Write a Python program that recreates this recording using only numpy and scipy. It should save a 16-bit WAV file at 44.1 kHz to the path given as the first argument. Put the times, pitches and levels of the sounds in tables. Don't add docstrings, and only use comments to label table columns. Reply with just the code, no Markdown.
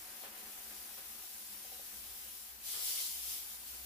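import sys
import numpy as np
from scipy import signal
from scipy.fft import rfft, irfft, next_fast_len
from scipy.io import wavfile
from scipy.ndimage import uniform_filter1d, map_coordinates

SR = 44100
rng = np.random.default_rng(int(sys.argv[2]) if len(sys.argv) > 2 else 0)


def dump(signal):
    limited = np.clip(np.atleast_2d(signal).T, -1, 1)
    pcm = np.round(limited * 32767).astype(np.int16)
    wavfile.write(sys.argv[1], SR, pcm)


N = 169785


def amp(db):
    return 10 ** (np.asarray(db) / 20)


def unit(x):
    return x / np.sqrt(np.mean(x ** 2) + 1e-20)


def along(points, hz):
    f, v = np.transpose(points)
    return np.interp(np.log(hz + 1), np.log(f + 1), v)


def curve(rows):
    return np.interp(np.arange(N) / SR, *np.transpose(rows))


def wobble(rate):
    return map_coordinates(rng.standard_normal(4000), [np.arange(N) * rate / SR], mode="wrap")


def filtered(x, response):
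    m = next_fast_len(N + SR // 2)
    hz = np.fft.rfftfreq(m, 1 / SR)
    return irfft(rfft(x, m) * response(hz), m)[..., :N]


# [f/Hz, likeness -1 to 1]
LIKENESS = [(60, 0.93), (180, 1), (300, 0.86), (550, 0.48), (800, 0.32), (1500, -0.043), (4000, 0.024),
            (15000, 0.027)]
# [f/Hz, level/dB]
LEAN = [(60, 3), (150, -3.3), (280, 4), (600, 1.3), (2500, 1.9), (5000, 1), (9000, 2.5), (15000, 3.5)]


def placed(pair):
    def mid_side(hz):
        turn = np.arccos(np.clip(along(LIKENESS, hz), -1, 1)) / 2
        return np.array([np.cos(turn), np.sin(turn)])

    def balance(hz):
        return amp(np.outer([.5, -.5], along(LEAN, hz)))

    mid, side = filtered(pair, mid_side)
    return unit(filtered(np.array([mid + side, mid - side]), balance))


def coloured(pair, spectrum):
    return placed(filtered(pair, lambda hz: amp(along(spectrum, hz))))


def impacts(per_s, scatter_db, wash_db):
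    struck = rng.random((2, N)) < per_s / SR
    signs = rng.choice([-1, 1], (2, N))
    sizes = amp(scatter_db * rng.standard_normal((2, N)))
    wash = amp(wash_db) * rng.standard_normal((2, N))
    return unit(unit(struck * signs * sizes) + wash)


def walls(pair, echo_db, reach_s, count=14):
    delays = rng.uniform(.05, 1, (2, count)) * reach_s
    signs = rng.choice([-1, 1], (2, count))
    echoes = []
    for x, ds, gs in zip(pair, delays, signs):
        echoes.append(sum(g * np.roll(x, int(d * SR)) for d, g in zip(ds, gs)))
    return pair + amp(echo_db) * np.array(echoes) / np.sqrt(count)


def patchy(pair, depth_db):
    z = signal.stft(pair, nperseg=512)[2]
    across_hz = uniform_filter1d(rng.standard_normal(z.shape[1:]), size=5, axis=0)
    field = unit(uniform_filter1d(across_hz, size=12, axis=1))
    return unit(signal.istft(z * amp(depth_db * field), nperseg=512)[1][:, :N])


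def bursts(rows, spectrum, attack_s, release_s):
    t, env = np.arange(N) / SR, np.zeros(N)
    for start, db, length in rows:
        age = np.maximum(t - start, 0)
        rise = 1 - np.exp(-age / attack_s)
        fall = np.exp(-.5 * age / length - np.maximum(age - length, 0) / release_s)
        env += amp(db) * rise * fall
    return env * coloured(rng.standard_normal((2, N)), spectrum)


def resonances(table, f):
    total = 0
    for k, (centre, width, db) in enumerate(table):
        ring = 1j * f * width / (centre * centre - f * f + 1j * f * width)
        total = total + amp(db) * ring * (-1) ** k
    return total


# [t/s, level/dB]
SPRAY = [(0, -54), (.14, -55.5), (.22, -52.5), (.32, -57), (.38, -53.5), (1, -53), (2.38, -52.5),
         (2.49, -55), (2.58, -58.5)]
# [t/s, level/dB]
SURGE = [(2.61, -56.5), (2.64, -51.5), (2.666, -46.5), (2.72, -44.5), (2.8, -44.5), (2.885, -41),
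         (2.95, -42.5), (3.02, -42.5), (3.11, -46), (3.2, -47.5), (3.27, -46), (3.33, -45), (3.43, -50),
         (3.54, -51), (3.6, -54.5), (3.64, -54), (3.68, -51), (3.75, -51.5), (3.85, -54)]
# [f/Hz, level/dB]
FAR_TILES = [(300, -33), (900, -17), (1500, -17.5), (2400, -12), (3000, -7), (4200, -6), (5400, -4.5),
             (6900, -5.5), (7600, -4.5), (8700, -6.5), (9500, -1.5), (10400, -.5), (11000, -2.5),
             (11600, -0.5), (13800, -.7), (15400, -1.5)]
# [f/Hz, level/dB]
NEAR_TILES = [(300, -27.5), (1000, -16.5), (1800, -17), (2100, -8.5), (2550, -11), (3050, -2.5),
              (4100, -2.5), (5200, 0.5), (6100, -1.9), (6900, -2.5), (7500, -0.3), (8700, -4), (9500, 2),
              (10400, 1), (11000, -1), (11600, 1), (13800, -2.5), (15400, -0.25)]
FAR_DB, NEAR_DB = -51.5, -41.5
SPRAY_DB, FLUTTER_DB = 7.5, .28
DROPLETS_PER_S = 5000


def spray():
    level_db = curve(SPRAY + SURGE)
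    near = np.clip((level_db - FAR_DB) / (NEAR_DB - FAR_DB), 0, 1)
    far_drops = impacts(DROPLETS_PER_S, scatter_db=1.0, wash_db=1.5)
    far_hiss = coloured(walls(far_drops, echo_db=-9, reach_s=.03), FAR_TILES)
    near_drops = impacts(DROPLETS_PER_S, scatter_db=3.5, wash_db=3)
    near_hiss = coloured(walls(near_drops, echo_db=-15.5, reach_s=.025), NEAR_TILES)
    hiss = patchy(np.sqrt(1 - near) * far_hiss + np.sqrt(near) * near_hiss, depth_db=1.05)
    flutter_db = FLUTTER_DB * (wobble(17) + wobble(70))
    return amp(SPRAY_DB + level_db + flutter_db) * hiss


# [t/s, level/dB]
RUNOFF = [(0, -61), (.45, -61.5), (1.24, -65), (2.12, -65), (2.55, -67), (2.9, -68.5), (3.55, -65),
          (3.85, -65)]
# [f/Hz, level/dB]
PATTER = [(30, -9.5), (110, -11.5), (170, -14.5), (260, -6), (450, -15), (650, -6.5), (800, -2.5),
          (1100, -7), (1500, -2), (2500, -3), (6000, -23)]
# [f/Hz, width/Hz, level/dB]
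TUB = [(204.2, 7.5, 6), (222.6, 16, 0), (291.2, 10, -2), (341, 19, -2), (409.2, 11.3, 1), (473, 9.9, -2),
       (533, 26, -0.5), (602, 20, -8.5), (746, 15, 5), (1023, 34, -1), (1228, 30, -2)]
RUNOFF_DB, TUB_DB, SPUTTER_DB = 3.5, -3, .8
DRIPS_PER_S = 500


def runoff():
    drops = impacts(DRIPS_PER_S, scatter_db=0.5, wash_db=0.5)
    patter = coloured(walls(drops, echo_db=-10, reach_s=.025), PATTER)
    drum_hits = impacts(DRIPS_PER_S, scatter_db=4, wash_db=-3)
    drum = placed(filtered(drum_hits, lambda f: resonances(TUB, f)))
    level = amp(curve(RUNOFF) + SPUTTER_DB * wobble(17))
    return level * (amp(RUNOFF_DB) * patter + amp(TUB_DB) * drum)


# [t/s, level/dB]
HUM = [(0, -73), (.3, -89), (.55, -77.5), (1.4, -79.5), (1.85, -76.5), (2.03, -70), (2.35, -75.5),
       (2.8, -78.5), (3.1, -75), (3.55, -74), (3.8, -69)]
# [f/Hz, level/dB]
HUM_COLOUR = [(20, -29), (40, -16), (52, -15), (61, -4), (70, -5), (82, -25), (94, -13), (112, -24),
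              (300, -71)]
HUM_DB, HUM_LINE_DB = -0.5, 1
HUM_HZ = 61


def hum():
    pitch_hz = HUM_HZ + 1.76 * wobble(7.1)
    line = np.sqrt(2) * np.sin(2 * np.pi * np.cumsum(pitch_hz) / SR)
    rumble = coloured(rng.standard_normal((2, N)), HUM_COLOUR)
    return amp(curve(HUM)) * (amp(HUM_DB) * rumble + amp(HUM_LINE_DB) * line)


# [t/s, level/dB, length/s]
SLAPS = [(.232, -52, 0.055), (.345, -57, 0.054), (.975, -56.5, 0.035), (2.735, -53.5, 0.093),
         (2.87, -59.5, 0.16)]
# [f/Hz, level/dB]
SLAP = [(100, -34), (250, -14.5), (380, 3.5), (800, 2), (1500, 5), (2300, 1), (4000, 0), (12000, -31)]


def slaps():
    return bursts(SLAPS, SLAP, attack_s=0.0015, release_s=0.011)


# [t/s, level/dB]
KNOCKS = [(.236, -54), (.349, -65.5), (1.643, -58), (1.717, -57), (1.794, -59)]
# [f/Hz, level/dB, t60/s]
KNOCK_MODES = [(414, -17, 0.075), (485, -6, 0.24), (564, 4, .07), (675, 1.5, 0.03), (696, -10, 0.19),
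               (735, -1, 0.083), (776, 6, .06)]


def knocks(attack_s=.002):
    out, t = np.zeros((2, N + SR)), np.arange(SR // 3) / SR
    rise = 1 - np.exp(-t / attack_s)
    for start, db in KNOCKS:
        knock = out[:, round(start * SR):][:, :len(t)]
        for hz, mode_db, t60 in KNOCK_MODES:
            phase = rng.uniform(0, 2 * np.pi) + rng.normal(0, 0.17, (2, 1))
            decay = amp(db + mode_db + rng.normal(0, 2.1) - 60 * t / t60)
            knock += decay * np.sin(2 * np.pi * hz * t + phase) * rise
    return out[:, :N]


# [t/s, level/dB, length/s]
SHIFTS = [(1.92, -74, .3)]
# [f/Hz, level/dB]
HANDLING = [(15, 2), (30, 10), (45, -6), (90, -19), (200, -40), (1000, -82)]


def handling():
    return bursts(SHIFTS, HANDLING, attack_s=.03, release_s=.06)


# [t/s, level/dB, length/s]
SPLASHES = [(2.973, -45, 0.021), (3.305, -61, 0.029)]
# [f/Hz, level/dB]
SPLASH = [(500, -23), (1700, -33), (2050, 3), (2900, -2), (3600, 4.5), (4500, -16), (12000, -20)]


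def splashes():
    return bursts(SPLASHES, SPLASH, attack_s=0.0012, release_s=.01)


def scene():
    return spray() + runoff() + hum() + slaps() + knocks() + handling() + splashes()


TOP_HZ = 15500


def record(dry):
    return filtered(dry, lambda hz: hz < TOP_HZ)


dry = scene()
out = record(dry)
dump(out)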